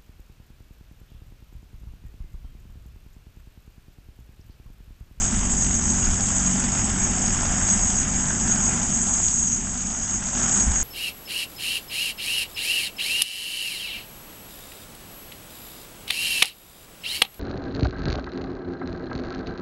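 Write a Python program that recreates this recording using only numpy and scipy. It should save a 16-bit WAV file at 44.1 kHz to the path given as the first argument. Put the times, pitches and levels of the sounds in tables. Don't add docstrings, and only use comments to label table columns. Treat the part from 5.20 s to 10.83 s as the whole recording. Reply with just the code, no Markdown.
import sys
import numpy as np
from scipy import signal
from scipy.fft import rfft, irfft
from scipy.io import wavfile

SR = 44100
rng = np.random.default_rng(int(sys.argv[2]) if len(sys.argv) > 2 else 0)


def waveform_to_disk(signal):
    frames = np.transpose(np.atleast_2d(signal))
    scaled = np.clip(frames, -1, 1) * 32767
    samples = np.round(scaled).astype(np.int16)
    wavfile.write(sys.argv[1], SR, samples)


N = 248283
T = np.arange(N) / SR
FREQS_HZ = np.fft.rfftfreq(N, 1 / SR)


def gain_of(db):
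    return 10 ** (np.asarray(db) / 20)


def unit_rms(x):
    return x / np.sqrt(np.mean(abs(x) ** 2) + 1e-20)


def curves(rows):
    times, *columns = np.transpose(rows)
    return [np.interp(T, times, column) for column in columns]


def swells(rows):
    centres, lengths, *columns = np.transpose(rows)
    bells = np.exp(-(2 * (T[:, None] - centres) / lengths) ** 2)
    return [bells @ db for db in columns]


def response(spectrum):
    hz, db = np.transpose(spectrum)
    return gain_of(np.interp(np.log(FREQS_HZ + 1), np.log(hz + 1), db))


def coloured(x, spectrum):
    return unit_rms(irfft(rfft(x) * response(spectrum), N))


def noise(spectrum):
    return coloured(rng.standard_normal(N), spectrum)


def drift(rate_hz):
    return unit_rms(irfft(rfft(rng.standard_normal(N)) * np.exp(-.5 * (FREQS_HZ / rate_hz) ** 2), N))


def tone(hz, width_hz, fade):
    wobble_hz = .5 * width_hz * drift(width_hz)
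    scatter = fade * (drift(width_hz * 2) + 1j * drift(width_hz * 2))
    carrier = np.exp(2j * np.pi * np.cumsum(hz + wobble_hz) / SR)
    return unit_rms(((1 + scatter) * carrier).real)


def scintillate(x, depth_db, patch_s, patch_hz):
    frames = signal.stft(x, nperseg=512, noverlap=384)[2]
    along_time = np.fft.rfftfreq(frames.shape[1], 128 / SR)
    along_freq = np.fft.fftfreq(len(frames), SR / 512)[:, None]
    blur = np.exp(-(along_time * patch_s) ** 2 - (along_freq * patch_hz) ** 2)
    patches = np.fft.irfft2(np.fft.rfft2(rng.standard_normal(frames.shape)) * blur, frames.shape)
    gains = unit_rms(gain_of(depth_db * unit_rms(patches)))
    return signal.istft(frames * gains, nperseg=512, noverlap=384)[1][:N]


# (time [s], level [dB])
BREEZE = [(0.0, -27.5), (1.35, -34), (1.9, -28.5), (3.1, -30.0), (3.35, -32.5), (5.0, -39), (5.3, -36),
          (5.63, -26.5)]
# (centre time [s], duration [s], rise [dB])
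GUSTS = [(0.19, 0.058, 4), (0.71, 0.11, 6), (0.91, 0.15, 7), (1.63, 0.14, 5.5), (5.48, 0.08, 11.5)]
# (frequency [Hz], density level [dB])
BUFFET_SPECTRUM = [(3, -27), (10, -11.5), (22, -2.5), (36, -1.5), (58, -8), (73, -5.5), (90, -10.5),
                   (130, -26.5), (300, -49), (800, -85.5)]

def wind(trim_db=-1, lumpy_db=.7, lumpy_hz=8):
    level = curves(BREEZE)[0] + swells(GUSTS)[0] + lumpy_db * drift(lumpy_hz)
    return gain_of(level + trim_db) * noise(BUFFET_SPECTRUM)


# (time [s], whine level [dB], hiss level [dB])
TREBLE_LEVELS = [(0.0, -35.0, -31), (1.2, -31.5, -27.5), (1.7, -36.5, -29.5), (2.3, -33, -29.0),
                 (3.55, -32.5, -29.0), (4.08, -27.5, -26.0), (4.34, -26, -33.5), (4.42, -40.5, -34),
                 (4.78, -32.5, -34.5), (5.08, -32.0, -32.5), (5.33, -26.0, -25.5), (5.63, -30.5, -30.5)]
# (centre time [s], duration [s], whine change [dB], hiss change [dB])
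EDDIES = [(0.04, 0.06, 5, 4.5), (0.32, 0.04, -0.5, 6), (0.42, 0.084, 6.5, 3.5), (0.55, 0.054, 10, 2.5),
          (0.69, 0.13, 7, 1), (0.85, 0.046, 3.5, -0.5), (1.18, 0.057, 4.5, 2.0), (1.85, 0.1, 7.5, 1.5),
          (2.08, 0.08, 6, -0.5), (2.51, 0.09, 7.5, 1.5), (2.66, 0.1, 8, 2), (2.79, 0.042, 5.5, 2.5),
          (2.86, 0.04, -5, -8.5), (3.1, 0.062, 4, 1), (3.31, 0.05, 9.5, -1), (3.45, 0.083, 8, 0.5),
          (5.02, 0.04, -10, -4), (5.12, 0.04, -6.5, -1.5), (5.49, 0.07, -9.5, -3)]

def treble_fading():
    return np.add(curves(TREBLE_LEVELS), swells(EDDIES))


# (time [s], level relative to ordinary ticks [dB])
SNAPS = [(2.490, 7.5), (4.085, 9.5), (5.401, 6.5)]
# (frequency [Hz], density level [dB])
CRACKLE_SPECTRUM = [(500, -9), (2000, -8), (4200, -2), (5500, 1), (6300, 5.5), (7200, 1), (8000, -10.5)]

def crackle(level_db=-43.0, hiss_share=0.6, period_s=.016):
    impulses = np.diff(np.floor(T / period_s), prepend=0)
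    ticks = impulses * np.clip(rng.standard_normal(N), -2, 2)
    for time_s, db in SNAPS:
        ticks[round(time_s * SR)] += gain_of(db)
    swell = gain_of(hiss_share * treble_fading()[1])
    return gain_of(level_db) * coloured(ticks * swell, CRACKLE_SPECTRUM)


# (time [s], level [dB])
DOWNWASH_LEVELS = [(0, -35), (.16, -29), (.48, -33.5), (.8, -29.5), (1.05, -34), (1.7, -29.5), (2.6, -32.5),
                   (3.3, -30.5), (3.75, -31.5), (4.15, -35.5), (4.5, -33), (4.63, -38.5), (5.08, -35.5),
                   (5.2, -27.5), (5.63, -35.5)]
# (frequency [Hz], density level [dB])
DOWNWASH_SPECTRUM = [(40, -30.5), (80, -8), (115, -4), (165, -3.5), (197, 3), (222, 3), (255, 0),
                     (300, -15.5), (370, -10.5), (470, -29.5), (900, -53.5)]

def downwash(trim_db=-0.55, throb_depth=0.16, throb_hz=23.0, churn_db=0.65):
    throb = unit_rms(1 + throb_depth * np.cos(2 * np.pi * throb_hz * T))
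    wash = noise(DOWNWASH_SPECTRUM) * throb
    level = curves(DOWNWASH_LEVELS)[0] + trim_db + churn_db * drift(15)
    return gain_of(level) * wash


# (offset from the whine [Hz], width [Hz], level relative to the whine [dB])
COMPRESSOR_TONES = [(0.5, 11.8, 0.2), (-20.5, 25.6, -7), (-52.5, 35, -9.5), (-122, 23, -17.5),
                    (61.5, 27, -19.5)]
# (frequency [Hz], width [Hz], level relative to the hiss [dB])
HIGH_TONES = [(7790, 25, -14), (7852, 22, -12.5)]
# (frequency [Hz], density level [dB])
HISS_SPECTRUM = [(5500, -38), (6400, -6), (6800, -1), (7200, -1), (7750, 1.5), (8000, 2), (8300, -38.5)]
# (frequency [Hz], density level [dB])
SKIRT_SPECTRUM = [(4400, -47), (5000, -16), (5500, -20), (6000, -2.5), (6450, 2.5), (6700, 5.5),
                  (7100, -3.5), (8000, -55.5)]

def turbine(whine_hz=6632, whine_trim_db=0.1, hiss_trim_db=1.25, skirt_db=-31.0,
            flutter_db=2.0, flutter_hz=9, shimmer_db=.5):
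    whine_level, hiss_level = treble_fading()
    flutter = flutter_db * drift(flutter_hz)
    skirt_level = skirt_db + 0.67 * (whine_level - whine_level.mean())
    deeper_fades = 0.15 * (whine_level - np.percentile(whine_level, 75))
    whine_gain = gain_of(whine_level + whine_trim_db + flutter + deeper_fades)
    hiss_gain = gain_of(hiss_level + hiss_trim_db + 0.22 * flutter)
    whine = sum(gain_of(db) * tone(whine_hz + offset, width, fade=.18)
                for offset, width, db in COMPRESSOR_TONES)
    high_tones = sum(gain_of(db) * tone(hz, width, fade=0.4) for hz, width, db in HIGH_TONES)
    hiss = hiss_gain * (noise(HISS_SPECTRUM) + high_tones)
    skirt = gain_of(skirt_level) * noise(SKIRT_SPECTRUM)
    intake = scintillate(hiss + skirt, depth_db=1.67, patch_s=0.024, patch_hz=900)
    return (intake + whine_gain * whine) * gain_of(shimmer_db * drift(35))


def chopped_flow(passes, depth, sharpness):
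    puffs = np.exp(sharpness * (np.cos(2 * np.pi * passes) - 1))
    return rng.standard_normal(N) * unit_rms(1 + depth * puffs)


def blade_rasp(passes):
    return unit_rms(sum(np.cos(2 * np.pi * (k * passes + rng.random())) for k in range(10, 20)))


# (time [s], roar level [dB], rush level [dB])
EXHAUST_LEVELS = [(0.0, -36.5, -42.5), (0.78, -37.0, -43), (1.58, -33.5, -40.0), (1.85, -35.0, -41.5),
                  (2.42, -32.5, -39.5), (2.95, -35.5, -43.5), (3.55, -33.5, -41.5), (3.83, -39, -45),
                  (3.95, -36, -46), (4.08, -41, -43), (4.15, -42.5, -47), (4.8, -41.5, -47),
                  (5.12, -38.0, -45.0), (5.2, -34, -41), (5.63, -37, -44.0)]
# (frequency [Hz], density level [dB])
ROAR_SPECTRUM = [(200, -16), (400, -7.5), (500, -8), (630, -2.5), (760, 0.5), (950, -1.5), (1100, -3),
                 (1380, -0.5), (1650, -1), (2100, -6.5), (2800, -14), (4200, -44.5)]
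# (frequency [Hz], density level [dB])
RUSH_SPECTRUM = [(1300, -29), (2000, -2.5), (2500, -1.5), (3050, 2), (3600, -2.5), (3900, -8.5),
                 (4200, -28.5), (4550, -5.5), (5000, -0.5), (5600, 3.5), (7000, -33.5)]

def exhaust(passes, roar_trim_db=-0.73, rush_trim_db=1.27, rasp_db=-10, gear_db=-19, gear_hz=1029):
    roar_level, rush_level = curves(EXHAUST_LEVELS)
    bite = 1 + np.tanh(drift(25))
    roar = coloured(chopped_flow(passes, depth=0.69 * bite, sharpness=9.7), ROAR_SPECTRUM)
    rush = coloured(chopped_flow(passes, depth=0.51 * bite, sharpness=4.1), RUSH_SPECTRUM)
    rasp = gain_of(rasp_db) * coloured(blade_rasp(passes), ROAR_SPECTRUM)
    gearbox = gain_of(gear_db) * tone(gear_hz, width_hz=4, fade=.25)
    jet = gain_of(roar_level + roar_trim_db) * unit_rms(roar + rasp + gearbox)
    jet += gain_of(rush_level + rush_trim_db) * rush
    return scintillate(jet, depth_db=1.18, patch_s=0.075, patch_hz=1040)


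# (time [s], blade-passing frequency [Hz])
BLADE_RATE = [(0, 47.08), (2.0, 46.95), (3.5, 46.89), (5.63, 46.87)]

def blade_passes(jitter_cycles=0.015):
    return np.cumsum(curves(BLADE_RATE)[0]) / SR + jitter_cycles * drift(4.9)


# (harmonic number, relative level [dB])
BLADE_HARMONICS = [(1, .5), (2, -1), (3, -2), (4, 0), (5, -4), (6, -10), (7, -17), (8, -15), (9, -22)]
# (time [s], level [dB])
DRONE_LEVELS = [(0, -29.5), (1.35, -27.5), (1.75, -30.5), (2.2, -28.5), (2.55, -31), (3.3, -31),
                (4.1, -36.5), (4.9, -39.5), (5.2, -33.5), (5.63, -36)]

def tail_rotor(passes, trim_db=-.6, waver=0.32):
    drone = 0
    for k, db in BLADE_HARMONICS:
        fading = 1 + waver * (drift(2.7) + 1j * drift(2.1))
        partial = np.exp(2j * np.pi * (k * passes + rng.random()))
        drone += gain_of(db) * unit_rms((fading * partial).real)
    return gain_of(curves(DRONE_LEVELS)[0] + trim_db) * unit_rms(drone)


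def scene():
    passes = blade_passes()
    helicopter = tail_rotor(passes) + downwash() + exhaust(passes) + turbine()
    return (helicopter + crackle() + wind())[None]


# (frequency [Hz], gain [dB])
ROLL_OFF = [(7300, 0), (7700, -1), (7850, -2), (8000, -5), (8200, -8.5), (8500, -15.5), (8750, -24.5),
            (9000, -38), (9200, -58), (9400, -110)]

def record(dry, sampling_hz=16000, edge_hz=9150):
    baseband = irfft(rfft(dry) * (FREQS_HZ < sampling_hz / 2), N)
    mirrored = baseband * (1 + 2 * np.cos(2 * np.pi * sampling_hz * T))
    smoothed = irfft(rfft(mirrored) * response(ROLL_OFF), N)
    band_limit = signal.firwin(511, edge_hz, window=("kaiser", 9), fs=SR)
    return signal.oaconvolve(smoothed, band_limit[None], "same")


dry = scene()
out = record(dry)
waveform_to_disk(out)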